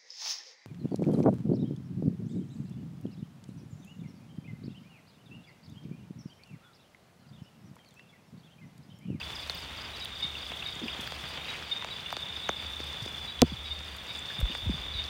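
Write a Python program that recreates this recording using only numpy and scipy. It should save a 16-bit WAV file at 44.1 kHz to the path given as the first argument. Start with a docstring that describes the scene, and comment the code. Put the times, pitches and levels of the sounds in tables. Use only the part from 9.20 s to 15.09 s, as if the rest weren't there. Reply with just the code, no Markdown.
"""A wood at night, in light rain. Small frogs trill, chirp and peep in short whistled notes that echo off
the trees, over a far chorus, insects and a low hum. Drips ring bubbles in puddles. Someone in a plastic
raincoat crouches close by: creases snap and rustle, drops tap the plastic and ring leaves, soft bumps
thud. One heavy drop cracks by the microphone and ducks its gain."""
import sys
import numpy as np
from scipy import signal
from scipy.fft import rfft, irfft
from scipy.io import wavfile

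SR = 44100
rng = np.random.default_rng(int(sys.argv[2]) if len(sys.argv) > 2 else 0)


def transcribe(signal):
    """Save signal, clipped to [-1, 1], as a 16-bit WAV file at the path in sys.argv[1]."""
    frames = np.atleast_2d(signal).T
    limited = np.clip(frames, -1, 1)
    pcm = np.round(limited * 32767).astype(np.int16)
    wavfile.write(sys.argv[1], SR, pcm)


N = 259732
TIME = np.arange(N) / SR
TICK_LEAD_S = .000722  # contact ahead of its peak
# Level of the rain hiss, dipping after the heavy drop ducks the gain: time_s, relative_db
HISS_LEVEL = [(0.0, -48), (0.56, -47), (0.97, -49), (2.36, -46), (2.54, -48.5), (3.64, -48.5), (3.85, -47),
              (4.36, -50.5), (5.02, -48), (5.89, -49)]


def from_db(db):
    """Decibels to gain."""
    return 10 ** (np.asarray(db) / 20)


def rms_one(x):
    """Scale to unit power."""
    return x / np.sqrt(np.mean(x ** 2) + 1e-20)


def add(out, start_s, sound):
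    """Mix a sound in at start_s."""
    at = int(round(start_s * SR))
    part = sound[max(-at, 0):max(N - at, 0)]
    out[max(at, 0):max(at, 0) + len(part)] += part


def in_time(curve):
    """Control curve at every sample."""
    return np.interp(TIME, *np.transpose(curve))


def drift(per_s):
    """Random wander through knots of spread 1."""
    knots = rng.standard_normal(1024)
    return np.interp(TIME * per_s, np.arange(len(knots)), knots)


def phase_of(hz):
    """Running phase of a pitch curve."""
    return 2 * np.pi * np.cumsum(hz) / SR


def colour(x, points):
    """Shape a spectrum, 41 dB per octave down beyond its ends; rms 1."""
    hz, db = np.transpose(points)
    octave, known = np.log2(np.arange(N // 2 + 1) * SR / N + 1), np.log2(hz)
    beyond = np.abs(octave - np.clip(octave, known[0], known[-1]))
    gain = from_db(np.interp(octave, known, db) - 41 * beyond)
    return rms_one(irfft(rfft(x) * gain, N))


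def resonate(x, hz, width_hz):
    """Two-pole resonance."""
    r = np.exp(-np.pi * width_hz / SR)
    return signal.lfilter([1, 0, -1], [1, -2 * r * np.cos(2 * np.pi * hz / SR), r * r], x)


def grains(per_s, spread_db):
    """Random clicks, a few much larger than the rest."""
    sizes = from_db(spread_db * np.minimum(rng.exponential(1, N), 5)) * rng.choice([-1, 1], N)
    return sizes * (rng.random(N) < per_s / SR)


def dispersed(x, lag_s):
    """Bending waves in a thin sheet: delay, lag_s at 1 kHz, shrinks with the root of frequency."""
    root_hz = np.sqrt(np.fft.rfftfreq(len(x), 1 / SR) * 1000)
    return irfft(rfft(x) * np.exp(-4j * np.pi * lag_s * root_hz), len(x))


def ping(hz, q):
    """Narrow ring of one struck spot; peak 1."""
    width_hz = 2 * hz / q
    ring = resonate(resonate(signal.unit_impulse(SR // 40), hz, width_hz), hz, width_hz)
    return ring / np.abs(ring).max()


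def fine_ping(spot, low_hz=5530, high_hz=15000):
    """High ring of a tiny spot; spot 0-1 sets the pitch."""
    return ping(low_hz * (high_hz / low_hz) ** spot, q=23)


def crackle(clicks, low_hz, high_hz, q, count):
    """Each click rings one of count facets, each with its own pitch; rms 1."""
    facet, out = rng.integers(0, count, N), np.zeros(N)
    for k, hz in enumerate(np.geomspace(low_hz, high_hz, count)):
        at = np.flatnonzero((facet == k) & (clicks != 0))
        ring = ping(hz, q)[:SR // 100]
        samples = np.minimum(at[:, None] + np.arange(len(ring)), N - 1)
        np.add.at(out, samples, clicks[at, None] * ring)
    return rms_one(out)


def tick(hz, width_hz, lag_s=.001384, soft_hz=2880):
    """A sharp contact rings a spot and spreads through the sheet; dull spots give more softly; peak 1."""
    ring = resonate(signal.unit_impulse(SR // 40), hz, width_hz)
    cushion = signal.butter(2, min(hz + soft_hz, .45 * SR), fs=SR, output="sos")
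    sound = dispersed(signal.sosfilt(cushion, ring), lag_s)
    return sound / np.abs(sound).max()


def thud(mid_hz, length_s, fall):
    """Blow on a slack surface, quick ripples first; fall = first / last pitch; gone by 2 * length_s."""
    u = TIME[:int(2 * length_s * SR)] / length_s
    swell = u ** .41 * (1 - u / 2) ** 4
    pitch_hz = mid_hz / np.sqrt(fall) * (1 + (fall - 1) * np.exp(-3.9 * u))
    return swell / swell.max() * np.sin(phase_of(pitch_hz))


def among_trees(x, far_db, near_db, near_t60_s, far_t60_s=.41):
    """Ground and near trunks answer at once; the wood beyond scatters a longer tail."""
    t = TIME[:SR]
    decays = from_db(-60 * t / np.array([[near_t60_s], [far_t60_s]]))
    near, far = rng.standard_normal((2, SR)) * decays * (t > .003)
    echoes = (from_db(near_db) * rms_one(near) + from_db(far_db) * rms_one(far)) / np.sqrt(SR)
    return x + signal.fftconvolve(x, echoes)[:N]


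def pulsed_calls(runs, note_s, uneven_db, waver_hz):
    """Even trains of short whistles, each sliding down ever faster."""
    out, u = np.zeros(N), np.linspace(0, 1, int(note_s * SR))
    swell, slide = np.sin(np.pi * u), .5 ** 1.5 - u ** 1.5
    for first_s, last_s, per_s, hz, db, fall_hz in runs:
        count = int(round((last_s - first_s) * per_s)) + 1
        for s in np.linspace(first_s, last_s, count):
            loud, sharp = rng.standard_normal(2)
            whistle = np.sin(phase_of(hz + waver_hz * sharp + fall_hz * slide))
            add(out, s - note_s / 2, from_db(db + uneven_db * loud) * swell * whistle)
    return out


def swells(moves):
    """Half-sine envelope for each movement."""
    return sum(from_db(db) * np.sin(np.pi * np.clip((TIME - start_s) / length_s, 0, 1))
               for start_s, length_s, db in moves)


def rain():
    """Countless drops on foliage merge into hiss and patter."""
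    # Foliage spectrum: frequency_hz, relative_db
    spectrum = [(90, -1), (160, -1.5), (280, -8), (600, -7.5), (1000, -6.5), (1800, -8), (2900, -4.5),
                (3400, -4), (4100, -15.5), (4800, -17.5), (5500, -29), (7000, -26)]
    patter = rms_one(dispersed(grains(per_s=350, spread_db=3.4), lag_s=.003))
    level_db = in_time(HISS_LEVEL) + 4 + 1.13 * drift(25)
    return from_db(level_db) * colour(rng.standard_normal(N) + .5 * patter, spectrum)


def coat_crinkle():
    """Rain on the coat: hiss, and creases snapping in clumps at a wandering rate."""
    # Plastic spectrum: frequency_hz, relative_db
    spectrum = [(4000, 6), (5500, 1.5), (7000, -4), (8000, -5.5), (9000, -4.5), (10200, -7), (12500, -9.5),
                (15500, -6)]
    clumps = from_db(3 * np.clip(drift(70), -2, 1.6))
    clicks = grains(per_s=900 * from_db(4 * drift(9)), spread_db=3.2) * clumps
    creases = crackle(clicks, low_hz=4000, high_hz=15500, q=3, count=12)
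    level_db = in_time(HISS_LEVEL) - 7.5 + .94 * drift(40)
    return from_db(level_db) * colour(rng.standard_normal(N) + np.sqrt(.5) * creases, spectrum)


def far_chorus(count=110, pulses_per_s=29.4, low_hz=3360, high_hz=3786, fall_hz=260):
    """Far frogs trill at random, each on its own pitch, over a blur of countless more."""
    # Chorus spectrum: frequency_hz, relative_db
    spectrum = [(3000, -7), (3250, -13), (3500, 0.5), (3700, -0.5), (3830, -4.5), (3950, -6)]
    # Swell and ebb: time_s, relative_db
    levels = [(0.0, -50), (0.23, -45.5), (0.79, -51.5), (1.2, -45.5), (1.54, -45), (2.56, -45), (3.08, -42),
              (4.82, -49.5), (5.89, -37.5)]
    runs = []
    for when, length, pitch in rng.random((count, 3)):
        end_s, hz = when * N / SR, low_hz + pitch * (high_hz - low_hz)
        runs.append((end_s - length / 2, end_s, pulses_per_s, hz, 0, fall_hz))
    calls = pulsed_calls(runs, note_s=.016, uneven_db=2, waver_hz=60)
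    calls = rms_one(among_trees(calls, far_db=-3.5, near_db=-2.5, near_t60_s=.042))
    blur = rng.standard_normal(N)
    return from_db(in_time(levels) - 2) * colour(blur + from_db(8) * calls, spectrum)


def hum(pitch_hz=75):
    """Low wavering tone in a band of rumble."""
    # Rumble spectrum: frequency_hz, relative_db
    spectrum = [(25, -38), (50, -12.5), (66, -6.5), (75, 0), (86, -20), (110, -22)]
    # Hum strength: time_s, relative_db
    levels = [(0.0, -59.5), (2.23, -62.5), (2.92, -66), (3.44, -61), (4.25, -57), (4.33, -53), (5.15, -65),
              (5.35, -56), (5.68, -53), (5.89, -51)]
    drone = np.sqrt(2) * np.sin(phase_of(pitch_hz + 2 * drift(12))) * from_db(2 * drift(9))
    rumble = from_db(3) * colour(rng.standard_normal(N), spectrum)
    return from_db(in_time(levels) + 4) * (drone + rumble)


def insects():
    """Far stridulators merge into narrow, gently fluttering bands."""
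    # Shrill bands: centre_hz, width_hz, level_db
    bands = [(5940, 310, -71.5), (7510, 360, -75), (8860, 860, -72.5)]
    out = np.zeros(N)
    for hz, width_hz, db in bands:
        band = resonate(resonate(rng.standard_normal(N), hz, width_hz), hz, width_hz)
        out += from_db(db + drift(22)) * rms_one(band)
    return out


def spatters(per_s=10):
    """Fine drops tick at random on leaves and hood."""
    out = np.zeros(N)
    for when, spot, chance in rng.random((int(per_s * N / SR), 3)):
        peak_db = -59.5 - 3.5 * np.log(max(chance, .02))
        add(out, when * N / SR, from_db(peak_db) * fine_ping(spot))
    return out


def chirping_frog(pitch_hz=4765, step_hz=50, fall_hz=850, note_gap_s=.0375, turned_s=2.9, t60_s=.25):
    """Three sliding notes a call; fainter and more blurred as the microphone turns away."""
    # Calling bouts: first_call_s, last_call_s, gap_s
    bouts = [(-.035, 0.352, .192), (0.578, 0.958, .192), (1.186, 1.455, .266), (1.646, 1.874, .229),
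             (2.062, 2.451, .193), (2.671, 3.592, .229), (3.787, 4.454, .225), (4.655, 4.873, .225),
             (5.076, 5.722, .22)]
    # Sound arriving by way of the trees: time_s, power_share
    scattered = [(1.8, .2), (2.2, .7), (3.1, .92)]
    runs = []
    for first_s, last_s, gap_s in bouts:
        for call_s in np.linspace(first_s, last_s, int(round((last_s - first_s) / gap_s)) + 1):
            db = np.interp(call_s, [0, turned_s], [-45, -48.5])
            for k in (-1, 0, 1):
                s = call_s + note_gap_s * (1 + k)
                runs.append((s, s, 0, pitch_hz + k * step_hz, db - .1 * k, fall_hz))
    notes = pulsed_calls(runs, note_s=.019, uneven_db=1.3, waver_hz=100)
    notes = among_trees(notes, far_db=-16, near_db=-7, near_t60_s=.03)
    t = TIME[:SR // 2]
    echoes = rng.standard_normal(len(t)) * from_db(-60 * t / t60_s)
    blur = signal.fftconvolve(notes, echoes / np.linalg.norm(echoes))[:N]
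    share = in_time(scattered)
    return np.sqrt(1 - share) * notes + np.sqrt(share) * blur


def puddle_drips(ring_s=.002, wobble=.06):
    """A trapped bubble rings briefly; its pitch wobbles and slides."""
    # Bubbles: start_s, relative_db, pitch_hz, rise_share
    bubbles = [(.013, -38, 2640, -0.019), (1.152, -38, 2740, -0.014), (1.317, -40, 2860, 0.21),
               (1.423, -37, 2780, 0.12), (1.681, -34, 2860, .04), (2.859, -39.5, 2880, .04),
               (4.912, -44, 2330, 0.0068), (5.103, -41, 1640, 0.022), (5.314, -38.5, 2950, -0.017)]
    out, u = np.zeros(N), TIME[:SR // 40] / ring_s
    for s, db, hz, rise in bubbles:
        pitch_hz = hz * (1 + rise * np.tanh(u / 2 - 1) + wobble * drift(1200)[:len(u)])
        add(out, s, from_db(db) * u * np.exp(1 - u) * np.sin(phase_of(pitch_hz)))
    return among_trees(out, far_db=-14, near_db=-5, near_t60_s=.047)


def trilling_frogs():
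    """Fast trains of falling whistles among the trees."""
    # Trills: first_pulse_s, last_pulse_s, pulses_per_s, pitch_hz, relative_db, pulse_fall_hz
    runs = [(.032, .235, 29.5, 3490, -35, 260), (.165, .265, 30, 3740, -41, 100),
            (.515, .55, 30, 3720, -43, 100), (.972, 1.206, 29.9, 3440, -37, 300),
            (1.232, 1.443, 28.5, 3420, -34.5, 484), (1.526, 1.836, 29.4, 3360, -34.5, 520),
            (1.873, 1.977, 29, 3360, -39, 480), (2.008, 2.178, 29.5, 3466, -35.5, 240),
            (2.733, 3.132, 30, 3530, -32, 150), (3.167, 3.805, 29.8, 3520, -31, 150),
            (3.843, 4.158, 28.4, 3490, -32.5, 150), (4.192, 4.482, 27.5, 3446, -35.5, 150),
            (4.517, 4.919, 29.6, 3576, -39, 150), (4.955, 5.886, 30.1, 3514, -31, 169)]
    calls = pulsed_calls(runs, note_s=.013, uneven_db=1.2, waver_hz=20)
    return among_trees(calls, far_db=-5, near_db=-12, near_t60_s=.022)


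def peeping_frogs(rise_s=.006, sag=.006, droop=.014, rough=.019, trunk_echo_s=.058, trunk_echo_db=-18):
    """Short, hoarse, drooping notes; the vocal sac lifts the fifth partial far above the rest."""
    # Peeps: start_s, fifth_partial_hz, relative_db, length_s
    peeps = [(0.295, 3580, -33.5, 0.026), (0.728, 3860, -42.5, 0.038), (0.805, 3820, -35, 0.042),
             (1.019, 3698, -26, 0.042), (1.453, 3735, -33, 0.045), (2.281, 3835, -34.5, 0.039),
             (2.509, 3655, -24.5, 0.027), (2.703, 3810, -33, 0.027), (3.233, 3755, -37.5, 0.036),
             (4.071, 3840, -36, 0.05), (4.447, 3820, -37.5, 0.036), (4.503, 3680, -30.5, 0.033),
             (4.888, 3760, -36.5, 0.043), (5.734, 3860, -36, 0.048), (5.781, 3684, -27.5, 0.038)]
    # Voice partials: harmonic_number, relative_db
    partials = [(3, -15), (4, -17), (5, 0), (6, -26)]
    out = np.zeros(N)
    for s, hz, db, length_s in peeps:
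        t = TIME[:int(length_s * SR)]
        u = t / length_s
        swell = (1 - np.exp(-(t / rise_s) ** 2)) * np.cos(np.pi * u ** 2 / 2)
        bend = 1 - sag * (u - .5) - droop * np.maximum(2 * u - 1, 0) ** 2
        phase = phase_of(hz / 5 * (bend + rough * drift(221)[:len(t)]))
        voice = sum(from_db(partial_db) * np.sin(k * phase) for k, partial_db in partials)
        note = from_db(db) * swell * voice
        add(out, s, note)
        add(out, s + trunk_echo_s, from_db(trunk_echo_db) * note)
    return among_trees(out, far_db=-5.5, near_db=-9.5, near_t60_s=.061)


def plastic_taps(click_q=.93):
    """Drops hit taut plastic: a quick thud and a click."""
    # Drops: time_s, thud_db, mid_pitch_hz, length_cycles, fall_ratio, click_db, click_hz
    taps = [(.298, -38, 780, 4.8, 4.3, -26, 2000), (1.319, -30.5, 774, 2.2, 2.6, -32, 2600),
            (1.875, -38, 1510, 5.6, 0.86, -28, 1890), (1.922, -31.5, 895, 2.6, 3.8, -26.5, 2380),
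            (2.04, -46, 1400, 2.6, 3.8, -29, 1500), (2.624, -37, 1080, 7, 1.6, -28, 1700),
            (2.6462, -30, 870, 4.1, 3.9, -26, 2400), (2.905, -39, 1500, 3.2, 2, -27, 2400),
            (2.927, -23, 980, 4, 3, -29, 3000), (2.968, -32, 730, 3.9, 6.5, -24.5, 2800),
            (3.2925, -17.5, 600, 2.9, 8.1, -26, 1780), (3.603, -29.5, 404, 1.6, 7.2, -30.5, 2000),
            (3.861, -34, 340, 3, 6.7, -33, 5000), (5.213, -35.5, 550, 3.8, 1.1, -30, 1300),
            (5.351, -32, 900, 2.1, 3.8, -27, 1760)]
    out = np.zeros(N)
    for s, thud_db, hz, cycles, fall, click_db, click_hz in taps:
        add(out, s, from_db(thud_db) * thud(hz, cycles / hz, fall))
        add(out, s - TICK_LEAD_S, from_db(click_db) * tick(click_hz, click_hz / click_q))
    return out


def impact_rings():
    """Short pitched rings: drops on leaves, and the ringing of the plastic taps and heavy drop."""
    # Rings: time_s, peak_db, pitch_hz, q
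    rings = [(0.298, -19, 4220, 11), (.349, -34, 15500, 24), (.849, -33, 9150, 15), (0.851, -39, 14700, 24),
             (.857, -24, 3400, 10), (1.555, -37, 7000, 8.8), (1.598, -37, 6200, 5.8),
             (1.876, -37, 15300, 18), (2.247, -33, 3720, 9), (2.338, -31, 2290, 7), (2.425, -31, 1460, 5),
             (2.6465, -41, 6860, 12), (2.927, -35, 13900, 10), (2.968, -29, 4400, 9.2),
             (3.289, -25, 3100, 10), (3.2921, -17, 1730, 4.2), (3.2928, -25, 6200, 13),
             (3.2926, -27, 4100, 8), (4.193, -24.5, 3340, 13), (4.2201, -18, 800, 2.2),
             (4.231, -28, 1290, 4.9), (4.993, -32.5, 7340, 13), (5.19, -42, 10200, 14),
             (5.209, -36, 14200, 14), (5.739, -36, 4150, 14), (5.841, -29, 4700, 10)]
    out = np.zeros(N)
    for s, db, hz, q in rings:
        add(out, s - TICK_LEAD_S, from_db(db) * ping(hz, q))
    return out


def coat_snaps(fold_window_s=.012, fold_db=-11.5):
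    """A crease gives with a bright tick; four folds beside it go too, each on its own pitch."""
    # Creases: time_s, peak_db
    snaps = [(0.301, -34.5), (1.810, -32.5), (3.643, -39), (4.766, -37), (5.204, -31)]
    out = np.zeros(N)
    for s, db in snaps:
        add(out, s - TICK_LEAD_S, from_db(db) * tick(hz=9200, width_hz=12000))
        for when, spot in rng.random((4, 2)):
            add(out, s + (when - .5) * fold_window_s, from_db(db + fold_db) * fine_ping(spot))
    return out


def bumps():
    """Soft blows near the microphone; low ones tend to last longer."""
    # Blows: start_s, peak_db, mid_pitch_hz, length_cycles, fall_ratio
    blows = [(1.043, -39.5, 190, 4.3, 2.8), (1.306, -42.5, 230, 3.3, 1.05), (1.562, -38.5, 214, 3.1, 3.5),
             (1.616, -37, 370, 6.4, 1.9), (1.636, -32.5, 258, 5.5, 1.5), (1.792, -34, 263, 2.3, 2.9),
             (2.037, -40, 165, 2.1, 2.6), (3.293, -28, 250, 1.9, 2.4), (3.821, -33.5, 128, 3.9, 2),
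             (4.319, -33, 181, 6.5, 3.2), (5.188, -32, 118, 5.8, 2.6), (5.228, -18.5, 59.6, 2.46, 2.4),
             (5.298, -34.5, 275, 4.9, 1.4), (5.434, -32.5, 68, 2.9, 2.2), (5.459, -35, 210, 2.5, 0.98),
             (5.468, -23.5, 83, 4.9, 2.8), (5.495, -24, 233, 5.4, 2.2), (5.540, -33, 165, 4.3, 1.6),
             (5.75, -33.5, 76, 2.9, 2.4)]
    out = np.zeros(N)
    for s, db, hz, cycles, fall in blows:
        add(out, s, from_db(db) * thud(hz, cycles / hz, fall))
    return out


def scuffs():
    """Some bumps drag with a dull rub."""
    # Drags: start_s, length_s, level_db
    drags = [(1.622, 0.053, -39), (5.295, .025, -41)]
    # Rub spectrum: frequency_hz, relative_db
    spectrum = [(110, 1), (300, -1), (480, -9)]
    return swells(drags) * colour(rng.standard_normal(N), spectrum)


def rustles():
    """Sleeve and leaves brush in separate little crinkles as the arm moves."""
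    # Arm movements: start_s, length_s, level_db
    moves = [(2.17, 0.26, -44.5), (2.591, 0.073, -49), (2.841, 0.11, -53)]
    # Rustle spectrum: frequency_hz, relative_db
    spectrum = [(1200, -10), (2700, 12), (4500, -11)]
    slips = crackle(grains(per_s=330, spread_db=2.2), low_hz=1300, high_hz=4500, q=5, count=14)
    return swells(moves) * colour(slips, spectrum)


def heavy_drop(time_s=4.2187, ring_delay_s=.00182):
    """A drop lands by the microphone: a hard crack, then hollow modes that sag as they die."""
    # Crack bands: centre_hz, width_hz, peak_db
    crack = [(3580, 4900, -2), (13700, 2600, -13)]
    # Hollow ring: mid_pitch_hz, peak_db, length_s
    modes = [(87, -20, 0.037), (161, -15.5, 0.03), (259, -5, 0.02), (368, -14, 0.021), (490, -8, 0.013),
             (734, -12, 0.011), (1065, -18, 0.0075)]
    out = np.zeros(N)
    for hz, width_hz, db in crack:
        add(out, time_s - TICK_LEAD_S, from_db(db) * tick(hz, width_hz, lag_s=.001266, soft_hz=3000))
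    for hz, db, length_s in modes:
        add(out, time_s + ring_delay_s, from_db(db) * thud(hz, length_s, fall=1.17))
    return out


def duck(x, threshold_db, release_db_per_s, attack_s=.00083):
    """Gain control: a loud peak pulls the gain down, then it recovers."""
    over_db = np.maximum(20 * np.log10(np.abs(x) + 1e-9) - threshold_db, 0)
    release_db = release_db_per_s * TIME
    held_db = np.maximum.accumulate(over_db + release_db, axis=-1) - release_db
    r = np.exp(-1 / (attack_s * SR))
    return x * from_db(-signal.lfilter([1 - r], [1, -r], held_db))


def scene():
    """Frogs off among the trees, drops and bumps close by; mono."""
    frogs = from_db(-3) * trilling_frogs() + from_db(3.5) * chirping_frog()
    frogs += from_db(-1) * peeping_frogs()
    puddles = from_db(6.5) * puddle_drips()
    drops = plastic_taps() + impact_rings() + heavy_drop()
    person = bumps() + coat_snaps() + rustles() + scuffs()
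    backdrop = rain() + coat_crinkle() + far_chorus() + hum() + insects() + spatters()
    return (frogs + puddles + drops + person + backdrop)[None]


def record(dry, cutoff_hz=15900):
    """Gain control, then a steep low-pass."""
    lowpass = signal.ellip(12, .1, 80, cutoff_hz, fs=SR, output="sos")
    return signal.sosfilt(lowpass, duck(dry, threshold_db=-7, release_db_per_s=156))


dry = scene()
out = record(dry)
transcribe(out)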